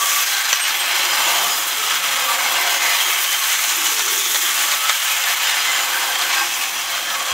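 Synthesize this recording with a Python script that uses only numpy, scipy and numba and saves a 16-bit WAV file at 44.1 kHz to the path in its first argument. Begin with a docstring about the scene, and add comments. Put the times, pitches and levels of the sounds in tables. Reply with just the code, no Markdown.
"""A dense irregular rattle of gear teeth in a tin toy on a stone floor, under a governor hiss; rings come and go.
Random impacts drive noise through resonances of shell and panels; wheels and axles rumble, jolts knock the shell.
The winding key drops, bounces and rings as decaying sines, then whistles twice. A faint hum lies under it all.
A short room tail follows; the microphone thins the bass, ducks after overloads, clips and cuts the top."""
import sys
import numpy as np
from scipy import signal
from scipy.fft import rfft, irfft
from scipy.io import wavfile
from scipy.ndimage import uniform_filter1d, map_coordinates
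from numba import njit

SR = 44100
rng = np.random.default_rng(int(sys.argv[2]) if len(sys.argv) > 2 else 0)


def waveform_to_disk(signal):
    """Save audio, clipped to [-1, 1], as 16-bit WAV at the path in sys.argv[1]."""
    frames = np.transpose(np.atleast_2d(signal))
    scaled = np.clip(frames, -1, 1) * 32767
    samples = np.round(scaled).astype(np.int16)
    wavfile.write(sys.argv[1], SR, samples)


N = 323248
T = np.arange(N) / SR

# balance as the toy goes to and fro: time_s, boom_db, wheels_db, governor_db, hum_db
AROUND = [(0, -38, -48.5, -23.5, -59), (.33, -38, -52.5, -27.5, -80), (.6, -40.5, -58, -31.5, -62),
          (1.05, -29, -41.5, -28.5, -60), (1.35, -28.5, -46, -26.5, -52.5), (1.85, -37, -46, -28.5, -53),
          (2.3, -28, -51, -28, -53), (2.6, -26.5, -44, -28.5, -55), (3, -31.5, -47.5, -26.5, -70),
          (3.5, -42.5, -50, -25.5, -68), (3.9, -39, -40.5, -26.5, -64), (4.3, -46.5, -41.5, -24.5, -56),
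          (4.75, -34, -50, -26, -61), (5, -40, -64, -27, -69), (5.5, -33, -49, -29, -67),
          (5.9, -29, -46.5, -30, -56), (6.4, -33, -44.5, -31, -57), (6.85, -37.5, -50, -33, -53.5),
          (7.1, -33.5, -53, -33, -50), (7.33, -30, -50, -33, -56)]
# jolts of wheels and gears: time_s, knock_peak_db, rattle_stir_db
KNOCKS = [(0.4527, -10, 0), (0.7063, -9, -0.5), (0.743, -13, 0), (0.8056, -18, -1), (0.833, -12, 0.5),
          (0.9994, -17, 1), (2.32, -30, 2), (2.46, -30, 1), (2.5431, -14, 2), (2.77, -29, 1),
          (3.005, -30, 1.5), (3.034, -15, -2.5), (3.243, -8, 0.5), (3.34, -30, 2), (3.4394, -10, 1.5),
          (3.525, -30, 2.5), (3.5913, -12, -2), (3.7044, -15, 2.5), (3.87, -30, 1.5), (3.9933, -8, 0.5),
          (4.003, -11, -0.5), (4.0796, -10, 1), (4.1914, -19, -1.5), (4.2961, -17, -1), (4.346, -7, 1.5),
          (4.357, -5, -2), (4.465, -30, 1), (4.555, -14, 0.5), (4.6, -30, 2.5), (4.7167, -7, 2.5),
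          (4.7372, -7, 0.5), (4.8948, -2, 2), (5.075, -18, 1.5), (5.099, -17, 1), (5.2385, -11, 1),
          (5.3, -30, 2.5), (5.465, -19, 1), (5.695, -15, -0.5), (5.735, -17, 0), (5.91, -26, 1.5),
          (6.1558, -10, 1), (6.2194, -10, 3), (6.3325, -22, 2.5), (6.385, -30, 0.5), (6.63, -30, 0.5),
          (6.902, -16, 0), (6.925, -22, 1), (6.95, -16, 3), (7.0704, -17, -1), (7.102, -12, 1),
          (7.13, -22, 0.5), (7.162, -20, -0.5), (7.205, -18, 1), (7.255, -20, -1.5), (7.283, -19, 2.5)]
# broad rings of the struck shell: centre_hz, width_hz, level_db
SHELL_RINGS = [(1290, 850, -2), (2050, 840, -2), (3330, 1200, 1), (6060, 1600, -6)]


def undb(db):
    """Decibels to amplitude."""
    return 10 ** (np.asarray(db) / 20)


def unit(x):
    """Scale to an rms of 1."""
    return x / np.sqrt(np.mean(x ** 2))


def noise(length=N):
    """White Gaussian noise."""
    return rng.standard_normal(length)


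def columns(table):
    """Every column after the time, joined by straight lines."""
    s, *rest = np.transpose(table)
    return [np.interp(T, s, c) for c in rest]


def bumps_db(times_s, levels_db, spread_s):
    """Sum of Gaussian level bumps; a negative level is a dip."""
    return sum(db * np.exp(-.5 * ((T - s) / spread_s) ** 2) for s, db in zip(times_s, levels_db))


def walk(rate_hz):
    """Random levels held 1 / rate_hz and slewed twice; spread near 1."""
    k = int(SR / rate_hz)
    steps = np.repeat(noise(N // k + 1), k)
    return 1.3 * uniform_filter1d(uniform_filter1d(steps, k), k)[:N]


def ring(x, hz, width_hz):
    """One resonance; its peak height does not depend on its width."""
    return signal.lfilter(*signal.iirpeak(hz, hz / width_hz, SR), x)


@njit
def glide(x, hz, width_hz):
    """State-variable band-pass with a moving centre."""
    y, band, low = np.empty(len(x)), 0., 0.
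    for i in range(len(x)):
        g, damping = np.tan(np.pi * hz[i] / SR), width_hz / hz[i]
        v = (band + g * (x[i] - low)) / (1 + g * (g + damping))
        band, low, y[i] = 2 * v - band, low + 2 * g * v, damping * v
    return y


def body(x, modes, drift_db, rate_hz):
    """A set of resonances, each swelling and fading on its own as the toy moves and turns."""
    out = 0
    for k, (hz, width_hz, db) in enumerate(modes):
        out = out + (-1) ** k * undb(db + drift_db * walk(rate_hz)) * ring(x, hz, width_hz)
    return unit(out)


def colour(x, points):
    """Shape a sound by a (Hz, dB) spectrum."""
    hz, db = np.transpose(points)
    f = np.maximum(np.fft.rfftfreq(N, 1 / SR), 1)
    gain = undb(np.interp(np.log(f), np.log(hz), db, left=-90, right=-90))
    return unit(irfft(rfft(x) * gain, N))


def thicket(force, points, width_hz, drift_db, sway_s, count):
    """Many narrow sheet modes under a (Hz, dB) outline; four panels flex so that their pitches wander."""
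    hz, db = np.transpose(points)
    swells = [undb(drift_db * walk(11)) for _ in range(12)]
    out = 0
    for panel in range(4):
        shake = force * noise()
        centres = rng.uniform(hz[1], hz[-2], count)
        levels_db = np.interp(np.log(centres), np.log(hz), db)
        rings = 0
        for k, (f, g) in enumerate(zip(centres, levels_db)):
            rings = rings + undb(g) * swells[(k + 3 * panel) % 12] * ring(shake, f, width_hz)
        # reading at a swaying place bends every pitch
        place = np.arange(N) + sway_s * SR * walk(2)
        out = out + map_coordinates(rings, [place], order=3, mode="nearest")
    return unit(out)


def teeth(scatter_db, wobble_db):
    """Tooth impacts at random moments, a few harder; out-of-round wheels press them unevenly."""
    teeth_per_s, wobble_rate_hz = 4000, 15
    hit = rng.random(N) < teeth_per_s / SR
    hard = undb(scatter_db * np.minimum(rng.exponential(size=N), 3)) * undb(wobble_db * walk(wobble_rate_hz))
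    return hit * hard + 0.2


def rattle_level():
    """Gear rattle amplitude: slow course, stirred around each jolt, with fast random flicker."""
    # slow level of the gear rattle: time_s, level_db
    slow_course = [(0, -24.5), (.19, -19), (.25, -21.5), (.36, -21.5), (.5, -19), (.75, -20), (1.05, -18.5),
                   (1.42, -19.5), (1.68, -22.5), (1.95, -20.5), (2.15, -20.5), (2.5, -20.5), (2.95, -18.5),
                   (3.3, -21), (3.9, -21.5), (4.25, -22.5), (4.6, -21), (4.8, -21.5), (5.25, -21.5),
                   (5.37, -20.5), (5.5, -18), (6.1, -21.5), (6.4, -21.5), (6.55, -23), (6.87, -25.5),
                   (7.33, -23)]
    times_s, _, stirs_db = np.transpose(KNOCKS)
    stir_db = bumps_db(times_s, stirs_db, spread_s=.019)
    return undb(columns(slow_course)[0] + stir_db + 0.5 * walk(70) + 0.27 * walk(30))


def tin_shell(force):
    """Tooth force rattles the tin modes, the bare mechanism and a thicket of thin-sheet modes."""
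    # tin shell modes: centre_hz, width_hz, level_db
    tin_modes = [(1280, 110, -2), (1711, 25, 3), (1812, 28, 5.5), (2410, 150, -6.5), (2510, 33, 5),
                 (2885, 37, 1.5), (4940, 72, 2.5), (5926, 75, 1.5), (7250, 110, 1.5)]
    # spectrum of the mechanism without its rings: frequency_hz, level_db
    bare_outline = [(410, -44), (700, -7.5), (920, -3), (1130, -2), (1390, -0.5), (3190, 0), (4470, -6),
                    (7080, -5.5), (9500, -12), (12400, -67), (20900, -120)]
    out = undb(-10) * body(force * noise(), tin_modes, drift_db=2.2, rate_hz=14)
    out += undb(-4) * colour(force * noise(), bare_outline)
    out += undb(-5.5) * thicket(force, bare_outline[:-2], width_hz=40.5, drift_db=5, sway_s=.005, count=16)
    return out * np.sqrt(np.mean(force ** 2))


def singing(press):
    """Tin parts sing in turn: each narrow ring fades in and out, its pitch wanders, its level flickers."""
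    # one part sings for a while as the toy turns: start_s, length_s, pitch_hz, level_db
    songs = [(-.05, .29, 1150, -25), (.34, 0.09, 1575, -26.5), (.45, 0.12, 1560, -28.5),
             (0.29, .19, 4010, -29.5), (0.951, 0.41, 2133, -32), (1.04, 0.44, 980, -34),
             (1.097, 0.44, 1162, -29.5), (1.365, 0.27, 5030, -34), (1.43, 0.63, 1300, -34),
             (2.1, 0.22, 1270, -32), (2.255, 0.1, 1157, -23), (2.34, 0.17, 2200, -28.5),
             (2.351, 0.43, 1560, -31), (2.55, 0.31, 2100, -28), (3.119, 0.36, 1100, -35),
             (3.559, .22, 3950, -35), (4.19, 0.1, 3480, -28), (4.66, 0.3, 1303, -30.5),
             (4.801, 0.3, 3480, -35), (5.149, 0.42, 1784, -32.5), (5.66, 0.12, 2050, -26.5),
             (5.8, 0.15, 2050, -34), (5.7, 0.17, 1563, -30), (5.9, 0.15, 1575, -27.5),
             (6.07, .07, 1570, -26), (6.2, .1, 1560, -31), (6.37, 0.046, 1590, -19),
             (6.33, 0.12, 2550, -30), (6.5, .18, 2550, -32), (7.16, 0.08, 1130, -27),
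             (7.28, .05, 1120, -28), (7.09, .06, 1310, -28), (6.94, 0.054, 1190, -28),
             (6.3, 0.15, 809, -35), (6.17, .06, 1150, -28), (6.34, .12, 1110, -29), (5.85, 0.18, 950, -36),
             (.08, 0.14, 6100, -33), (1.2, 0.45, 6700, -32), (2.7, 0.39, 6600, -31.5),
             (3.2, 0.52, 6210, -33), (4.0, 0.22, 6000, -32), (4.15, .22, 6850, -29.5),
             (5.65, 0.23, 7000, -30.5), (7.07, .1, 1688, -31)]
    q, fade_s, wander_share = 20, .035, .008
    # the louder a ring, the more of it is steady whine
    clean_max, clean_from_db, clean_span_db = .6, -31, 7
    out, bend, flicker = np.zeros(N), 1 + wander_share * walk(7), undb(1.5 * walk(40))
    for k, (s, length_s, hz, db) in enumerate(songs):
        part = slice(max(int((s - fade_s) * SR), 0), int((s + length_s + fade_s) * SR))
        inside_s = np.minimum(T[part] - s, s + length_s - T[part])
        shape = np.clip(.5 + inside_s / (2 * fade_s), 0, 1)
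        shake = press[part] * noise(len(shape))
        # rolled so that no two neighbouring rows wander alike
        own_hz, own_flicker = (np.roll(v, k * SR // 3)[part] for v in (hz * bend, flicker))
        rough = unit(glide(glide(shake, own_hz, 3.5 * hz / q), own_hz, hz / q))
        steady = np.sqrt(2) * np.sin(2 * np.pi * np.cumsum(own_hz) / SR)
        clean = clean_max * np.clip((db - clean_from_db) / clean_span_db, 0, 1)
        out[part] += undb(db) * shape * unit(own_flicker * (clean * steady + (1 - clean) * rough))
    return out


def background_singing(press, rattle):
    """The singing parts also ring softly throughout, following the rattle."""
    # singing parts: centre_hz, width_hz, relative_db
    soft_modes = [(1148, 51, 1.5), (1589, 50, -0.5), (2090, 220, 1.5), (4065, 115, -1)]
    out = np.zeros(N)
    for hz, width_hz, db in soft_modes:
        rung = ring(ring(press * noise(), hz, 4 * width_hz), hz, width_hz)
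        out += rattle * undb(db - 15.5 + 1.27 * walk(5.17)) * unit(rung)
    return out


def strikes():
    """Hundreds of tooth strikes a second: sharp clicks through the broad rings of the shell."""
    strikes_per_s, scatter_db = 320, 2
    hit = (rng.random(N) < strikes_per_s / SR) * undb(scatter_db * np.minimum(rng.exponential(size=N), 3))
    return unit(sum((-1) ** k * undb(db) * unit(ring(hit, hz, width_hz))
                    for k, (hz, width_hz, db) in enumerate(SHELL_RINGS)))


def gear_whine(load):
    """Narrow noise band at the pitch of the fastest gear pair, drifting with the speed."""
    # whine of the fastest gear pair: time_s, pitch_hz, level_db
    whine_course = [(0, 3180, -36), (.6, 3250, -38), (.75, 3200, -31.5), (.95, 3160, -30), (1.1, 3110, -31),
                    (1.28, 3140, -32), (1.45, 3040, -27), (1.56, 3040, -40), (2.2, 3140, -41),
                    (2.85, 3230, -37), (2.97, 3290, -28), (3.04, 3200, -23), (3.12, 3160, -27),
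                    (3.25, 3120, -33), (3.33, 3090, -26), (3.42, 3140, -36), (3.6, 3140, -40),
                    (5.3, 3090, -36), (5.45, 3100, -32), (5.6, 3120, -35), (6.05, 3150, -36),
                    (6.15, 3170, -29), (6.25, 3170, -32), (6.4, 3190, -39), (7.33, 3170, -34)]
    hz, db = columns(whine_course)
    return undb(db) * unit(glide(glide(load * noise(), hz, 200.0), hz, 60.0))


def frame_and_tabs(load):
    """Two broad rings, gear frame and small tabs, whose loudest place slides as the toy turns."""
    # sliding rings: time_s, frame_hz, frame_db, tabs_hz, tabs_db
    slide_course = [(0, 3240, -25.5, 6400, -18.5), (.4, 3400, -31.5, 6030, -23.5),
                    (.75, 3120, -34, 7000, -43), (1.5, 3240, -27.5, 6500, -24),
                    (1.95, 3250, -27, 6600, -28), (2.9, 3250, -28, 6400, -31),
                    (3.65, 2990, -29.5, 6700, -21), (4.25, 3420, -24.5, 6140, -19.5),
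                    (4.75, 3200, -29.5, 6850, -22.5), (5.45, 3280, -30.5, 6620, -27),
                    (5.75, 3150, -29, 7250, -36), (6.5, 3300, -32.5, 6300, -24),
                    (6.95, 3200, -34, 6300, -31), (7.33, 3250, -33, 6750, -27)]
    frame_hz, frame_db, tabs_hz, tabs_db = columns(slide_course)
    frame = unit(glide(glide(load * noise(), frame_hz, 1000.0), frame_hz, 480.0))
    tabs = unit(glide(glide(load * noise(), tabs_hz, 4400.0), tabs_hz, 2200.0))
    return undb(frame_db - 3) * frame + undb(tabs_db - 5) * tabs


def panel_boom(drive):
    """Large panels resonate low under the gear force."""
    # large panels: centre_hz, width_hz, level_db
    panel_modes = [(700.4, 59, 1), (783, 54, 0.5), (844, 22, 0), (945, 56, 0), (1100, 220, -3.5)]
    return body(drive * noise(), panel_modes, drift_db=2, rate_hz=6)


def governor(load):
    """Hiss of the spinning governor; its fan beats, slightly unevenly, and thin sheet colours it."""
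    # hiss outline: frequency_hz, level_db
    hiss_outline = [(7500, 6), (8800, 0), (9900, 4.5), (10700, -2), (11800, 3), (13500, 4.5), (15000, 1.5),
                    (16500, 5.5)]
    beat_hz, beat_db = 23.6, 0.74
    beat = np.sin(2 * np.pi * beat_hz * (T + 0.0093 * walk(2.98)))
    spin = (load + 2.2) * undb(1.35 * walk(90) + beat_db * beat)
    air = colour(spin * noise(), hiss_outline)
    return air + undb(-5) * thicket(spin, hiss_outline, width_hz=200, drift_db=5.5, sway_s=.008, count=10)


def wheels():
    """Wheels rumble on the floor: noise through low modes, independent of the teeth."""
    # wheel modes: centre_hz, width_hz, level_db
    wheel_modes = [(296, 81, -8.5), (356, 39, 2), (416, 44, 0.5), (475, 70, -6.5)]
    return body(noise(), wheel_modes, drift_db=3, rate_hz=8)


def axles():
    """Axles rumble: noise through two modes above those of the wheels."""
    # axle modes: centre_hz, width_hz, level_db
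    axle_modes = [(512, 46, 4.5), (571, 69, 3.5)]
    return body(noise(), axle_modes, drift_db=2.5, rate_hz=4.08)


def whirr_dips():
    """Gain of the brief dips in the whirr."""
    # brief level changes, nearly all dips: time_s, change_db
    lulls = [(.252, -4), (.432, -3), (.475, -3), (.592, -2.5), (.623, -4), (.913, 1), (1.023, -2),
             (2.018, -3), (2.15, -2.5), (2.374, -3), (2.503, -1), (2.537, -2), (2.792, -5), (2.98, -3),
             (3.053, -1), (3.776, -1.5), (3.957, -3), (4.034, -2), (4.073, -2), (4.23, -4), (4.29, -3),
             (4.404, -2.5), (4.534, -2.5), (4.668, -1.5), (4.708, -1.5), (4.791, -4), (4.831, -2.5),
             (4.987, -2), (5.186, -0.5), (5.357, -2), (5.39, -3), (5.637, -2.5), (5.873, -2.5), (6.174, -2),
             (6.324, -3.5), (6.869, -1.5), (7.216, -2)]
    return undb(bumps_db(*np.transpose(lulls), spread_s=.0064))


def hum():
    """A low wavering hum of the room: noise through a few narrow resonances."""
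    # hum resonances: centre_hz, width_hz, level_db
    hum_modes = [(102.5, 16, -6.5), (132, 30, -17), (175.7, 7.9, 0.5), (272, 32, -1)]
    highpass = signal.butter(4, 90, "high", fs=SR, output="sos")
    air = signal.sosfilt(highpass, ring(noise(), 176, 280))
    return undb(columns(AROUND)[3]) * body(air, hum_modes, drift_db=2.5, rate_hz=4)


def knocks(press):
    """Each jolt is a short cluster of blows into the broad rings of the shell."""
    decay_s, first_blow_ratio, vary_db = .0066, 1.2, 2
    out, t = np.zeros(N), np.arange(int(.04 * SR)) / SR
    for s, peak_db, _ in KNOCKS:
        at = int(s * SR)
        blows = press[at:at + len(t)] * noise(len(t)) * np.exp(-t / decay_s)
        blows[0] = first_blow_ratio * np.max(np.abs(blows))
        rung = np.zeros(len(t))
        for hz, width_hz, db in SHELL_RINGS:
            # each knock lands elsewhere
            own_db = db + vary_db * rng.standard_normal()
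            rung += undb(own_db) * unit(ring(ring(blows, hz, 2 * width_hz), hz, width_hz))
        out[at:at + len(t)] += undb(peak_db) * rung / np.max(np.abs(rung))
    return out


def toy():
    """One stream of tooth impacts drives shell, panels and governor; the wheels roll on their own."""
    rattle = rattle_level()
    boom_db, wheels_db, governor_db, _ = columns(AROUND)
    press = unit(teeth(scatter_db=1.8, wobble_db=0.5))
    force = press * rattle
    # whine, frame, tabs, panels and governor feel the quick changes of load on the gears
    load = force / uniform_filter1d(rattle, SR // 4)
    whirr = tin_shell(force)
    whirr += singing(press) + background_singing(press, rattle)
    whirr += rattle * undb(-12) * strikes()
    whirr += gear_whine(load) + frame_and_tabs(load)
    whirr += undb(boom_db) * panel_boom(load + press)
    whirr += undb(governor_db) * governor(load)
    whirr += undb(wheels_db) * wheels()
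    # the axles follow the panel boom
    return whirr * whirr_dips() + knocks(press) + undb(boom_db - 14.5) * axles()


def key_clinks():
    """Steel key lands and bounces: each blow is decaying modes plus a broad snap of steel on stone."""
    # landing and bounces: time_s, level_db
    key_hits = [(.5294, -3), (.533, -16), (.5375, -13), (.5975, -22), (.654, -25)]
    # key modes: pitch_hz, level_db, t60_s
    key_modes = [(1167, -12.5, 0.1), (1930, -6, 0.017), (3060, -2, 0.016), (4300, -3, 0.01),
                 (5500, -21, 0.34), (6000, -3.5, 0.03)]
    crack_db, crack_s = -6, .0012
    out, t = np.zeros(N), np.arange(int(.3 * SR)) / SR
    clink = sum(undb(db) * np.sin(2 * np.pi * hz * t) * 1000. ** (-t / t60) for hz, db, t60 in key_modes)
    clink += undb(crack_db) * unit(ring(noise(len(t)), 3000, 4000)) * np.exp(-t / crack_s)
    # too small to radiate bass
    clink = signal.sosfilt(signal.butter(2, 500, "high", fs=SR, output="sos"), clink)
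    for s, db in key_hits:
        at = int(s * SR)
        out[at:at + len(t)] += undb(db) * clink
    return out


def key_whistle():
    """The key rocks on its edge and whistles twice: one thin tone that swells and fades."""
    # whistles: start_s, rise_s, length_s, crest_rms_db
    rocks = [(0.596, 0.025, 0.079, -19.5), (0.78, .025, 0.081, -24.5)]
    pitch_hz, edge_db = 8497, -18  # edge: level at both ends, against the crest
    level = np.zeros(N)
    for s, rise_s, length_s, db in rocks:
        shape_db = np.interp(T - s, [0, rise_s, length_s], [edge_db, 0, edge_db], left=-99, right=-99)
        level += undb(db + shape_db)
    return np.sqrt(2) * level * np.sin(2 * np.pi * pitch_hz * T)


def room(x):
    """The stone floor and near walls give a short dense tail."""
    t60_s, tail_db = .07, -11
    t = np.arange(int(.2 * SR)) / SR
    tail = noise(len(t)) * 1000. ** (-t / t60_s) * (t > .002)
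    return x + undb(tail_db) * signal.fftconvolve(x, tail / np.sqrt(np.sum(tail ** 2)))[:N]


def scene():
    """Toy and key in the room over the hum, alike in both channels."""
    return np.tile(undb(-0.17) * room(toy() + key_clinks() + key_whistle()) + hum(), (2, 1))


def record(dry):
    """Microphone: bass loss, gain that drops after overloads and recovers, clipping, offset, rumble, top cut."""
    duck_above, duck_db, recovery_s = .65, -200, .17  # duck_db per unit of 10 ms mean overshoot
    clip_at, offset, rumble_db, top_hz = .98, .00086, -76, 15720
    thin = signal.sosfilt(signal.butter(2, 60, "high", fs=SR, output="sos"), dry)
    keep = np.exp(-1 / (recovery_s * SR))
    overshoot = np.maximum(np.abs(thin) - duck_above, 0)
    over = signal.lfilter([0, 100 / SR], [1, -keep], overshoot)
    # the shifted window looks only at the past
    thin = thin * undb(duck_db * uniform_filter1d(over, SR // 100, origin=SR // 201))
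    rumble = undb(rumble_db) * unit(signal.lfilter(*signal.butter(1, 60, fs=SR), noise()))
    top_cut = signal.ellip(14, .2, 75, top_hz, fs=SR, output="sos")
    return signal.sosfilt(top_cut, np.clip(thin, -clip_at, clip_at) + offset + rumble)


dry = scene()
out = record(dry)
waveform_to_disk(out)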